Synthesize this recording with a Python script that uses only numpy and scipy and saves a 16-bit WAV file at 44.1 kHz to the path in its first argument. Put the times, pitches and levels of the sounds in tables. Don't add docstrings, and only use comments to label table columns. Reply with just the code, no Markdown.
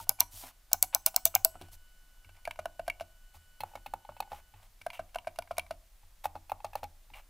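import sys
import numpy as np
from scipy import signal
from scipy.fft import rfft, irfft, next_fast_len
from scipy.io import wavfile
from scipy.ndimage import uniform_filter1d, map_coordinates

SR = 44100
rng = np.random.default_rng(int(sys.argv[2]) if len(sys.argv) > 2 else 0)


def persist_wave(psi):
    counts = np.round(np.clip(psi, -1, 1) * 32767).astype(np.int16)
    wavfile.write(sys.argv[1], SR, np.atleast_2d(counts).T)


def level_to_linear(level):
    exponent = np.asarray(level, float) / 20
    return 10 ** exponent


N = 321489

# time in seconds, peak in dB, buzz in dB, lead scrape in dB, desk push in dB.
SNAPS_DOWN = [
    (.0930, -6.5, -42, -41.5, -58),
    (0.7314, -5, -34, -39, -52.5),
    (0.9478, -7, -35.5, -49.5, -59.5),
    (1.1624, -6, -34, -39, -66.5),
    (1.3513, -4.5, -34, -25.5, -49),
]
SNAPS_UP = [
    (0.2048, -4.5, -49, -16, -52),
    (0.8264, -5, -25.5, -42.5, -59.5),
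    (1.0624, -4, -22.5, -35.5, -63),
    (1.2539, -4, -20.5, -43, -53),
    (1.448, -3, -40.5, -39, -58.5),
]
RATTLE_DOWN_MS, RATTLE_UP_MS = 1.5, 1.73
RATTLE_DB = -3
BOUNCE_DOWN, BOUNCE_UP = (0.6, 0.44), (1.2, 0.6)
BUZZ_MS, BUZZ_MS_PER_DB = 24, 0.5
BUZZ_PATCH_DB = 4.5
# centre in Hz, width in Hz, level in dB.
LEAF_PEAKS = [(5800, 120, -9), (6150, 750, -2), (7800, 400, 1.5), (11470, 2800, -0.5), (12600, 860, 2),
              (14760, 460, 6.5)]
# frequency in Hz, level in dB.
SNAP_COLOUR = [(1500, -26), (3000, -15.5), (4500, -1), (7000, -3), (9500, -4.5), (12000, -2.5), (15500, -6),
               (16500, -16.5)]
BUZZ_COLOUR = [(1200, -15), (2500, -8.5), (5500, -0.5), (9000, -7), (12000, -1), (15000, -3), (16300, -18)]
# frequency in Hz, level in dB, t60 in seconds.
LEAF_DOWN = [(4300, -9.5, .009), (5300, -7.5, 0.0079), (6240, -1.5, .009), (6800, -8, 0.0091),
             (7950, -1, .007), (9150, -10, .006), (9850, -8.5, .006), (10650, -9, .007),
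             (11510, -2.5, .008), (12250, -1.5, .008), (13400, -8, .007), (14100, -8.5, .007),
             (15100, 2, .007)]
LEAF_UP = [(3614, -12.5, .012), (4700, -11.5, .01), (5525, -7.5, .01), (6260, -4.5, .01),
           (7000, -8.5, 0.011), (7976, -0.5, .011), (9800, -9.5, .01), (10400, -5.5, .01), (11505, 1, .011),
           (12080, 0.5, .01), (12830, -1, .01), (14000, -5, .01), (15265, 0.5, 0.012)]
OTHER_LEAF_DOWN = [(4083, -13.5, 0.012), (5197, -10, 0.011), (6912, -10.5, 0.0089), (10310, -2.5, 0.0069),
                   (10980, -1, 0.0067), (11840, -0.5, 0.0067), (13230, -21, 0.012), (14220, -20, 0.015),
                   (15340, -20.5, 0.0096)]
OTHER_LEAF_UP = [(3620, -23, 0.02), (4151, -3, 0.0029), (5760, -12, 0.011), (6912, -22.5, 0.011),
                 (8700, -3, 0.0032), (9728, -15.5, 0.0084), (10660, -13.5, 0.01), (11100, -17, 0.011),
                 (12860, 1, 0.0066), (15140, -13, 0.0085)]

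# time in seconds, thud in dB, thud in Hz, edge in dB.
ANSWERS_DOWN = [(.093, -29, 797, -8.5), (.109, -37, 613, -12.5), (.188, -42.5, 860, -5),
                (.732, -29, 734, -8), (.741, -30, 750, -15.5), (.949, -26.5, 666, -8.5),
                (.961, -31.5, 800, -23), (1.163, -27, 708, -10.5), (1.176, -36, 1040, -9),
                (1.341, -31.5, 598, -11.5), (1.351, -27.5, 648, -7), (1.357, -22, 763, -4.5)]
HELD_T60_S = 0.036
# time in seconds, thud in dB, thud in Hz, edge in dB, t60 in seconds.
ANSWERS_UP = [(0.0, -37.5, 908, -31.5, .07), (.205, -30.5, 774, -2, .04), (.212, -29.5, 958, -7, .09),
              (.826, -28, 659, -4, .03), (.835, -32.5, 755, -20, .05), (1.063, -26.5, 668, -7.5, .04),
              (1.071, -28.5, 667, -12.5, .06), (1.254, -29.5, 663, -2.5, .04),
              (1.260, -29, 664, -6.5, .075), (1.449, -26, 654, -7.5, .095)]

# frequency in Hz, level under the thud in dB, t60 in seconds.
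FIRST_SHELL = [(797, -5.5, 0.04), (947, -4.5, 0.03), (1265, -10.5, .03), (1460, -7, 0.029)]
LEFT_SHELL = [(800, -13, 0.018), (940, -13, 0.025), (1100, -17, .02), (1270, -17, 0.025),
              (1547, -13, 0.033), (2050, -22, .015)]
RIGHT_SHELL = [(601, -11, 0.028), (679, -14, 0.036), (856, -16.5, 0.028), (1095, -12.5, 0.019),
               (1438, -20.5, 0.037)]
# frequency in Hz, level in dB, t60 in seconds.
EDGE = [(1810, -14, .012), (2300, 0, .015), (2740, -3, .014), (3350, -11, .01), (3750, -15, .01),
        (4400, -12, .007)]
RIGHT_EDGE = [(1750, -3.5, 0.011), (2226, -6.5, 0.021), (2573, 1, 0.011), (3080, -4, 0.0074),
              (3810, -7, 0.011), (4160, -10.5, 0.014)]
EDGE_LAG_S = 0.0008
# frequency in Hz, level in dB.
TICK = [(2500, 0), (4500, 3.5), (7500, -4), (11000, 1.5), (13000, -4), (15000, -0.5), (16500, -14.5)]
TICK_FOLLOWS = 1.4
# centre in Hz, width in Hz, level in dB.
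LEFT_PING = [(10940, 500, 4.6)]
RIGHT_PING = [(13450, 1200, 4)]
LEFT_HOLD, RIGHT_HOLD = (12.5, 0.3), (6.5, 0.35)
NO_HOLD = (99, 1)
AIR_DOWN_DB, AIR_UP_DB, AIR_RIGHT_DB = -3.5, -6.5, 5

# thud in Hz, t60 in seconds, edge in dB, tick in dB, crunch in ms.
FIRST_TOUCH = (718, 0.04, -14.5, 2.5, 7.5)
LEFT_DOWN, LEFT_UP = (683, 0.03, -19.5, -11.5, 3.5), (669, 0.0444, -18, -11.5, 9)
LEFT_STOP, LEFT_TOUCH = (950, 0.021, 5.4, 3.1, 2.6), (711, 0.007, -6, -3, 6)
LEFT_SCRAPE = (900, 0.012, 3, -8, 30)
RIGHT_DOWN, RIGHT_UP = (816, 0.03, -21.5, -11, 3.5), (785, 0.01, -23, -16.5, 10.5)
RIGHT_SLACK, RIGHT_TOUCH = (827, 0.03, -11.5, -5.5, 8), (838, 0.05, -14.5, -20, 5)
RIGHT_REBOUND = (823, 0.06, -24, -12, 6)

# time in seconds, thud in dB, brightness in dB.
FIRST_TOUCHES = [
    (.068, -47.5, -1.5),
    (.436, -40.5, 1),
    (.714, -39, 2),
    (1.141, -39, -0.5),
    (1.553, -41, -6.5),
    (1.612, -41, 7),
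    (1.683, -54, 4.5),
]
# time in seconds, thud in dB, brightness in dB, desk push in dB.
LEFT_DOWNS = [(2.474, -21, 3.5, -57), (2.655, -19, 3.5, -62.5), (2.878, -19, 5.5, -55.5),
              (4.863, -20, 1, -59), (5.156, -19.5, 2.5, -60.5), (5.386, -20.5, 4, -57),
              (5.58, -17, 7.5, -50.5)]
LEFT_UPS = [(2.589, -23, 0.2, -52), (2.793, -24, -2, -56.5), (3.007, -24.5, 5, -54.5),
            (4.992, -24, -1, -54.5), (5.27, -22, 1, -57), (5.508, -22, -3.5, -54), (5.707, -23.5, 1.5, -55)]
RIGHT_DOWNS = [(3.634, -21.5, .4, -60), (3.936, -20.5, .3, -60), (4.202, -18.5, 2.6, -60),
               (6.254, -17.5, 3.5, -51), (6.517, -17.5, 0.94, -53.5), (6.753, -18.5, 0.5, -55)]
RIGHT_UPS = [(3.753, -23, 3.5, -56), (4.09, -25, -4.5, -56), (4.317, -21.5, -1, -51.5),
             (6.353, -24.5, -1.5, -52), (6.644, -21, 3, -54.5), (6.83, -22, 2.5, -49)]
# time in seconds, thud in dB, brightness in dB.
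LEFT_STOPS = [(2.508, -35.5, 4), (2.898, -38.5, 9.5), (4.901, -38.5, 1.5), (5.184, -36.5, -0.5),
              (5.421, -40, -1.5), (5.593, -36, 7.5)]
# time in seconds, thud in dB, brightness in dB.
RIGHT_SLACKS = [(3.604, -29.5, 5.5), (3.86, -30, 0.5), (4.165, -38.5, -2), (6.241, -31.5, 3.5),
                (6.495, -35.5, 2.5), (6.731, -37.5, 3)]
# time in seconds, thud in dB, brightness in dB.
RIGHT_REBOUNDS = [
    (4.327, -31, -4),
    (6.36, -33, -2),
    (6.651, -32, -5),
    (6.838, -30.5, 4.5),
]
# time in seconds, thud in dB, brightness in dB.
LEFT_SCRAPES = [
    (4.931, -39, 0),
    (7.135, -47, 0),
]
# time in seconds, thud in dB, brightness in dB.
LEFT_TOUCHES = [(2.244, -49, 1), (2.29, -40.5, -5), (2.364, -59, 9), (2.451, -33, 1), (2.557, -39.5, -3.5),
                (2.865, -50, 5.5), (2.997, -35.5, 2.5), (4.813, -41.5, 4), (5.09, -53, -2),
                (5.144, -33.5, -0.5), (5.245, -40, -9), (5.358, -41.5, 0.5), (5.473, -40, -7),
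                (5.567, -38, 3), (5.663, -41, -7)]
RIGHT_TOUCHES = [(3.344, -50, 7), (3.714, -51, -8), (3.735, -41.5, -8), (3.774, -41.5, -14),
                 (4.048, -41.5, 1.5), (4.119, -45.5, -1), (4.223, -36, 7.5), (4.274, -48.5, -.5),
                 (4.537, -48.5, 11), (6.032, -56, -0.5), (6.602, -38.5, 3.5), (7.1, -49.5, 9.5)]

# peak in seconds, length in seconds, hiss in dB, body in dB.
RUBS = [(-.015, 0.11, -49.5, -58), (0.358, .12, -51, -63), (0.427, 0.15, -52, -76),
        (0.452, 0.12, -74, -56.5), (1.555, 0.043, -78, -64), (1.625, 0.093, -70, -64),
        (1.734, 0.048, -55, -64.5), (0.209, 0.048, -50, -48), (0.94, 0.032, -62, -45),
        (1.386, 0.26, -72, -70), (2.368, .06, -83.5, -66.5), (3.354, 0.046, -62.5, -64),
        (3.69, 0.2, -70.5, -68.5), (4.345, 0.11, -62.5, -57), (4.572, 0.075, -84.5, -66),
        (4.637, 0.063, -69, -65), (4.945, 0.06, -59.5, -57), (6.034, 0.021, -80, -67),
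        (6.252, 0.036, -51.5, -50), (6.775, 0.042, -63, -55.5), (7.167, 0.083, -63, -55.5)]
RUB_RISE = 0.41
# frequency in Hz, level in dB per Hz.
SKIN = [(1760, -36), (3000, -7.5), (5310, -5), (6860, -5.5), (14500, -4), (15700, -10.5), (16500, -43.5)]
SKIN_BODY = [(300, -11.5), (700, 3.5), (1000, 1), (1600, -6.5), (2500, -4.5), (3600, -10.5)]

# time in seconds, desk push in dB, upper modes in dB.
HAND = [(0.0, -53.5, -10), (.331, -53.5, -11.5), (.438, -66, 7.5), (1.547, -58, -3), (1.618, -49, -2.5),
        (1.718, -59.5, -7), (2.253, -54, -16), (2.281, -58, -11.5), (3.078, -63, -20), (3.349, -54, -19),
        (3.601, -54.5, -6), (3.867, -63.5, -1.5), (4.539, -54.5, -18), (4.809, -63, -6.5),
        (6.028, -60.5, -20.5), (7.109, -61, -5)]
# frequency in Hz, level in dB, t60 in seconds.
DESK = [(86.24, 0, 0.36), (154.4, -1.5, 0.22), (215, -5, 0.22), (269, -1.5, 0.18), (342, -6.5, 0.29),
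        (433, -1.5, .1)]
CLICK_UPPER_DB, UPPER_FOLLOWS = -61.5, 0.3
DESK_SIDE_DB = -32
# time in seconds, level in dB.
KNOCKS = [
    (.436, -49),
    (1.554, -52),
    (1.572, -55),
    (1.612, -44),
    (1.628, -50),
]
# frequency in Hz, level in dB, t60 in seconds.
KNOCK = [(242, -5, 0.035), (340, 0, 0.038), (537, -1.5, 0.025)]

# frequency in Hz, level in dB.
GLANCE = [(400, -13.5), (800, -15), (1500, -3), (3000, -1), (6000, 1), (15000, -1.5)]
# frequency in Hz, t60 in seconds, level in dB.
ROOM = [(500, 0.49, -10), (1540, .14, 1), (5000, .18, -8), (8500, 0.46, -16), (12040, .17, -9)]
# frequency in Hz, level in dB.
WHINE = [(1483.7, -73), (2967.4, -77), (4451, -89), (7418.5, -86), (8902, -90), (11869.5, -91),
         (13353, -90)]
# time in seconds, level in dB.
WHINE_ON = [
    (0, 4),
    (.4, -2),
    (.7, -11),
    (.9, -2),
    (1.5, 4.5),
    (2.4, 1),
    (3.3, 3),
    (4.3, 4),
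    (4.62, -1.5),
    (4.7, -22),
]
# frequency in Hz, level in dB per Hz.
HISS = [(45, 9), (120, -8.5), (400, -10), (600, 3), (1200, 0.5), (8000, -2.5), (15500, -2.5), (15900, -37)]
TOP_HZ, TOP_FADE_HZ = 16600, 900


def unit(x):
    return x / np.sqrt(np.mean(x ** 2) + 1e-20)


def along(points, hz):
    f, v = np.transpose(points)
    return np.interp(np.log(hz + 1), np.log(f + 1), v)


def curves(rows, outside_db=-140):
    s, *cols = np.transpose(rows)
    return [np.interp(np.arange(N) / SR, s, c, outside_db, outside_db) for c in cols]


def wobble(rate):
    knots = rng.standard_normal(int(N * rate / SR) + 4)
    return map_coordinates(knots, [np.arange(N) * rate / SR])


def coloured(x, spectrum, peaks=()):
    m = next_fast_len(x.shape[-1] + 4096)
    f = np.fft.rfftfreq(m, 1 / SR)
    gain = level_to_linear(along([(spectrum[0][0] / 2, -80), *spectrum, (17500, -80)], f))
    lift = 1 + sum(level_to_linear(db + 0.5) * 1j * f * w / (c * c - f * f + 1j * f * w) for c, w, db in peaks)
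    return irfft(rfft(x, m) * gain * lift, m)[..., :x.shape[-1]]


def noise(spectrum, size=N):
    return unit(coloured(rng.standard_normal(size), spectrum))


def patchy(x, depth_db):
    z = rfft(x)
    hills = uniform_filter1d(rng.standard_normal(len(z)), size=30)
    hills = uniform_filter1d(hills, size=30)
    return unit(irfft(z * level_to_linear(depth_db * unit(hills)), len(x)))


def delayed(x, s):
    k = round(s * SR)
    return np.r_[np.zeros(k), x[:len(x) - k]]


def add(track, s, sound):
    track[max(round(s * SR), 0):][:len(sound)] += sound


def ring(modes, t, rise, spread_db, loose=0.):
    chance = rng.standard_normal((len(modes), 2))
    tones = 0
    for (hz, db, t60), (u, v) in zip(modes, chance):
        level = level_to_linear(db + spread_db * u - 60 * t / t60)
        tones = tones + level * np.sin(2 * np.pi * hz * (1 + loose * v) * t)
    return tones * (1 - np.exp(-(t / rise) ** 2))


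def switch():
    track, t = np.zeros(N + SR), np.arange(SR // 12) / SR - 0.006
    late = np.maximum(t, 0)
    snaps = [(*row, RATTLE_DOWN_MS, BOUNCE_DOWN, LEAF_DOWN if k else OTHER_LEAF_DOWN)
             for k, row in enumerate(SNAPS_DOWN)]
    snaps += [(*row, RATTLE_UP_MS, BOUNCE_UP, LEAF_UP if k else OTHER_LEAF_UP)
              for k, row in enumerate(SNAPS_UP)]
    for s, db, buzz_db, lead_db, _, rattle_ms, (bounce_ms, share), leaf in snaps:
        span = late / (rattle_ms / 1000)
        rattle = (np.exp(-(span / 1.3) ** 3) + 0.24 * np.exp(-span / 2.0)) * (1 - np.exp(-late / 0.0001))
        lead = level_to_linear(lead_db - RATTLE_DB) * np.exp(-((t + 0.0035) / 0.0008) ** 2)
        burst = coloured((rattle + lead) * rng.standard_normal(len(t)), SNAP_COLOUR, LEAF_PEAKS)

        tones = -ring(leaf, late, rise=0.00004, spread_db=1.6, loose=0.005)
        tones = tones + share * delayed(tones, bounce_ms / 1000)
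        tones = tones * (np.exp(-(span / 1.9) ** 4) + 0.15)
        tones = coloured(tones, [(3000, -12), (4200, 0), (15500, 0), (16300, -14)])
        snap = tones / np.linalg.norm(tones) + level_to_linear(RATTLE_DB) * burst / np.linalg.norm(burst)

        buzz_ms = max(BUZZ_MS + BUZZ_MS_PER_DB * (buzz_db + 30), 10)
        fading = level_to_linear(buzz_db - 200 * late) * np.exp(-(late / (buzz_ms / 1000)) ** 6) * (t > 0)
        buzz = fading * patchy(noise(BUZZ_COLOUR, size=len(t)), BUZZ_PATCH_DB)
        add(track, s - 0.006, level_to_linear(db - 8.5) * (snap * np.linalg.norm(rattle) + buzz))
    return track[:N]


def crunch(t, ms):
    chance, size = rng.random(len(t)), rng.standard_normal(len(t))
    cluster = 0.5 * size * (chance < 0.035) * np.exp(-t / (ms / 1000))
    return np.r_[1, cluster[1:]]


def thud(t, hz, edge_db, t60, shell, rise, impacts, rim=EDGE, hold=NO_HOLD):
    edge = ring(rim, t, rise=0.0005, spread_db=2.5, loose=0.015)
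    edge = signal.fftconvolve(impacts, edge)[:len(t)]
    body = ring([(hz, 0, t60)], t, rise, spread_db=0.5) + ring(shell, t, rise, spread_db=0.5, loose=0.042)
    choke_ms, left = hold
    body = body * (left + (1 - left) * np.exp(-(1000 * t / choke_ms) ** 4))
    body = signal.fftconvolve(np.r_[1, 0.26 * impacts[1:]], body)[:len(t)]
    return level_to_linear(-0.5) * body + level_to_linear(edge_db) * delayed(edge, EDGE_LAG_S)


def answers():
    track, t = np.zeros(N + SR), np.arange(SR // 8) / SR
    for s, db, hz, edge_db, t60 in [(*row, HELD_T60_S) for row in ANSWERS_DOWN] + ANSWERS_UP:
        shake = thud(t, hz, edge_db, t60, FIRST_SHELL, 0.0015, crunch(t, ms=7.2))
        add(track, s - 0.0008, level_to_linear(db) * shake)
    return track[:N]


def buttons(kinds, shell, rise, rim=EDGE, ping=(), hold=NO_HOLD):
    track, t = np.zeros(N + SR), np.arange(SR // 10) / SR
    tick_shape = level_to_linear(-60 * t / 0.0068) * (1 - np.exp(-t / 0.00088))
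    for (hz, t60, edge_db, tick_db, ms), air_db, contacts in kinds:
        colour = [(f, db + air_db * (f > 9000)) for f, db in TICK]
        for s, db, bright_db, *_ in contacts:
            impacts = crunch(t, ms)
            fall = signal.fftconvolve(np.abs(impacts) ** 1.3, tick_shape)[:len(t)]
            grain = unit(coloured(rng.standard_normal(len(t)), colour, ping))
            tick = level_to_linear(tick_db + TICK_FOLLOWS * bright_db - 6.0) * grain * fall
            body = thud(t, hz, edge_db + bright_db, t60, shell, rise, impacts, rim, hold)
            add(track, s + 0.00037, level_to_linear(db) * (body + delayed(tick, EDGE_LAG_S)))
    return track[:N]


def damped_mouse():
    down, up = AIR_DOWN_DB, AIR_UP_DB
    left = [(LEFT_DOWN, down, LEFT_DOWNS), (LEFT_UP, up, LEFT_UPS), (LEFT_STOP, down, LEFT_STOPS),
            (LEFT_TOUCH, up, LEFT_TOUCHES), (LEFT_SCRAPE, up, LEFT_SCRAPES)]
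    down = down + AIR_RIGHT_DB
    right = [(RIGHT_DOWN, down, RIGHT_DOWNS), (RIGHT_UP, up, RIGHT_UPS), (RIGHT_SLACK, down, RIGHT_SLACKS),
             (RIGHT_TOUCH, up, RIGHT_TOUCHES)]
    rebound = [(RIGHT_REBOUND, up, RIGHT_REBOUNDS)]
    both = buttons(left, LEFT_SHELL, rise=0.0008, ping=LEFT_PING, hold=LEFT_HOLD)
    both = both + buttons(rebound, RIGHT_SHELL, rise=0.002, rim=RIGHT_EDGE, ping=RIGHT_PING)
    return both + buttons(right, RIGHT_SHELL, rise=0.0008, rim=RIGHT_EDGE, ping=RIGHT_PING, hold=RIGHT_HOLD)


def skin():
    force, t = np.zeros((2, N)), np.arange(N) / SR
    for peak, length, *db in RUBS:
        corners = peak + length * np.array([-RUB_RISE, 0, 1 - RUB_RISE])
        stroke = np.interp(t, corners, [0, 1, 0]) ** 0.5
        force = force + level_to_linear(np.array(db))[:, None] * stroke
    slip = wobble(300)
    hiss = level_to_linear(1.2 * slip) * noise(SKIN)
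    murmur = level_to_linear(2.2 * slip) * noise(SKIN_BODY)
    return force[0] * hiss + force[1] * murmur


def desk():
    track, t = np.zeros(N + SR), np.arange(SR // 2) / SR
    clicks = SNAPS_DOWN + SNAPS_UP + LEFT_DOWNS + LEFT_UPS + RIGHT_DOWNS + RIGHT_UPS
    pushes = HAND + [(s - 0.004, db, (1 - UPPER_FOLLOWS) * (-53.5 - db) + CLICK_UPPER_DB + 56.5)
                     for s, *_, db in clicks]
    for s, db, upper_db in pushes:
        low = ring(DESK[:1], t, rise=0.016, spread_db=0, loose=0.06)
        upper = ring(DESK[1:], t, rise=0.0074, spread_db=2.5, loose=0.043)
        add(track, s - 0.005, level_to_linear(db + 4.5) * (low + level_to_linear(upper_db - 4) * upper))
    for s, db in KNOCKS:
        add(track, s, -level_to_linear(db) * ring(KNOCK, t, rise=0.00065, spread_db=2.0, loose=0.05))
    return track[:N]


def glance(near):
    taps = noise(GLANCE, size=SR // 60) * np.hanning(SR // 60)
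    return level_to_linear(-31.0) * signal.fftconvolve(near, taps / np.linalg.norm(taps))[:N]


def room(x):
    out, step = np.zeros((2, N + SR)), SR // 3
    band_hz, t60, db = np.transpose(ROOM)
    for k in range(0, N, step):
        hz, t, z = signal.stft(rng.standard_normal((2, step)), SR, nperseg=256)
        start_db = along(np.c_[band_hz, db], hz)[:, None]
        fall = start_db - 60 * t / along(np.c_[band_hz, t60], hz)[:, None]
        tail = signal.istft(z * level_to_linear(fall), SR, nperseg=256)[1]
        sides = [tail[0] + 0.24 * tail[1], tail[0] - 0.3 * tail[1]]
        wet = signal.fftconvolve(x[None, k:k + step], sides, axes=1)
        out[:, k + 150:k + 150 + wet.shape[1]] += wet
    return out[:, :N]


def whine():
    t = np.arange(N) / SR
    tones = sum(level_to_linear(db) * np.sin(2 * np.pi * hz * t) for hz, db in WHINE)
    return level_to_linear(curves(WHINE_ON)[0] + 0.5 + 1.1 * wobble(16)) * tones


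def rumble():
    return level_to_linear(-58 + 0.67 * wobble(2.5)) * noise([(14, -1.0), (32, -0.5), (45, -8.0), (60, -22.5)])


def floor_hiss(apart):
    return level_to_linear(-69.0) * (noise(HISS) + level_to_linear(-8) * noise(HISS) * apart)


def scene():
    first = switch() + answers() + buttons([(FIRST_TOUCH, AIR_DOWN_DB, FIRST_TOUCHES)], FIRST_SHELL, rise=0.00078)
    shell_cut = signal.butter(8, 535, "high", fs=SR, output="sos")
    near = signal.sosfilt(shell_cut, first + damped_mouse() + skin())
    apart = np.array([[1], [-1]])
    table = desk() + rumble()
    mix = near * level_to_linear(0.1 * apart) + glance(near) * apart + level_to_linear(-43.0) * room(near)
    mix = mix + table + level_to_linear(DESK_SIDE_DB) * np.roll(table, SR // 400) * apart
    return mix + whine() + floor_hiss(apart)


def low_pass(x):
    return signal.sosfilt(signal.butter(12, 16830, fs=SR, output="sos"), x)


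def record(dry):
    rounded = dry / (1 + np.abs(dry / 0.66) ** 6) ** (1 / 6)
    band = np.clip((TOP_HZ - np.fft.rfftfreq(N, 1 / SR)) / TOP_FADE_HZ, 0, 1)
    finished = irfft(rfft(rounded) * band, N)
    return low_pass(finished)


dry = scene()
out = record(dry)
persist_wave(out)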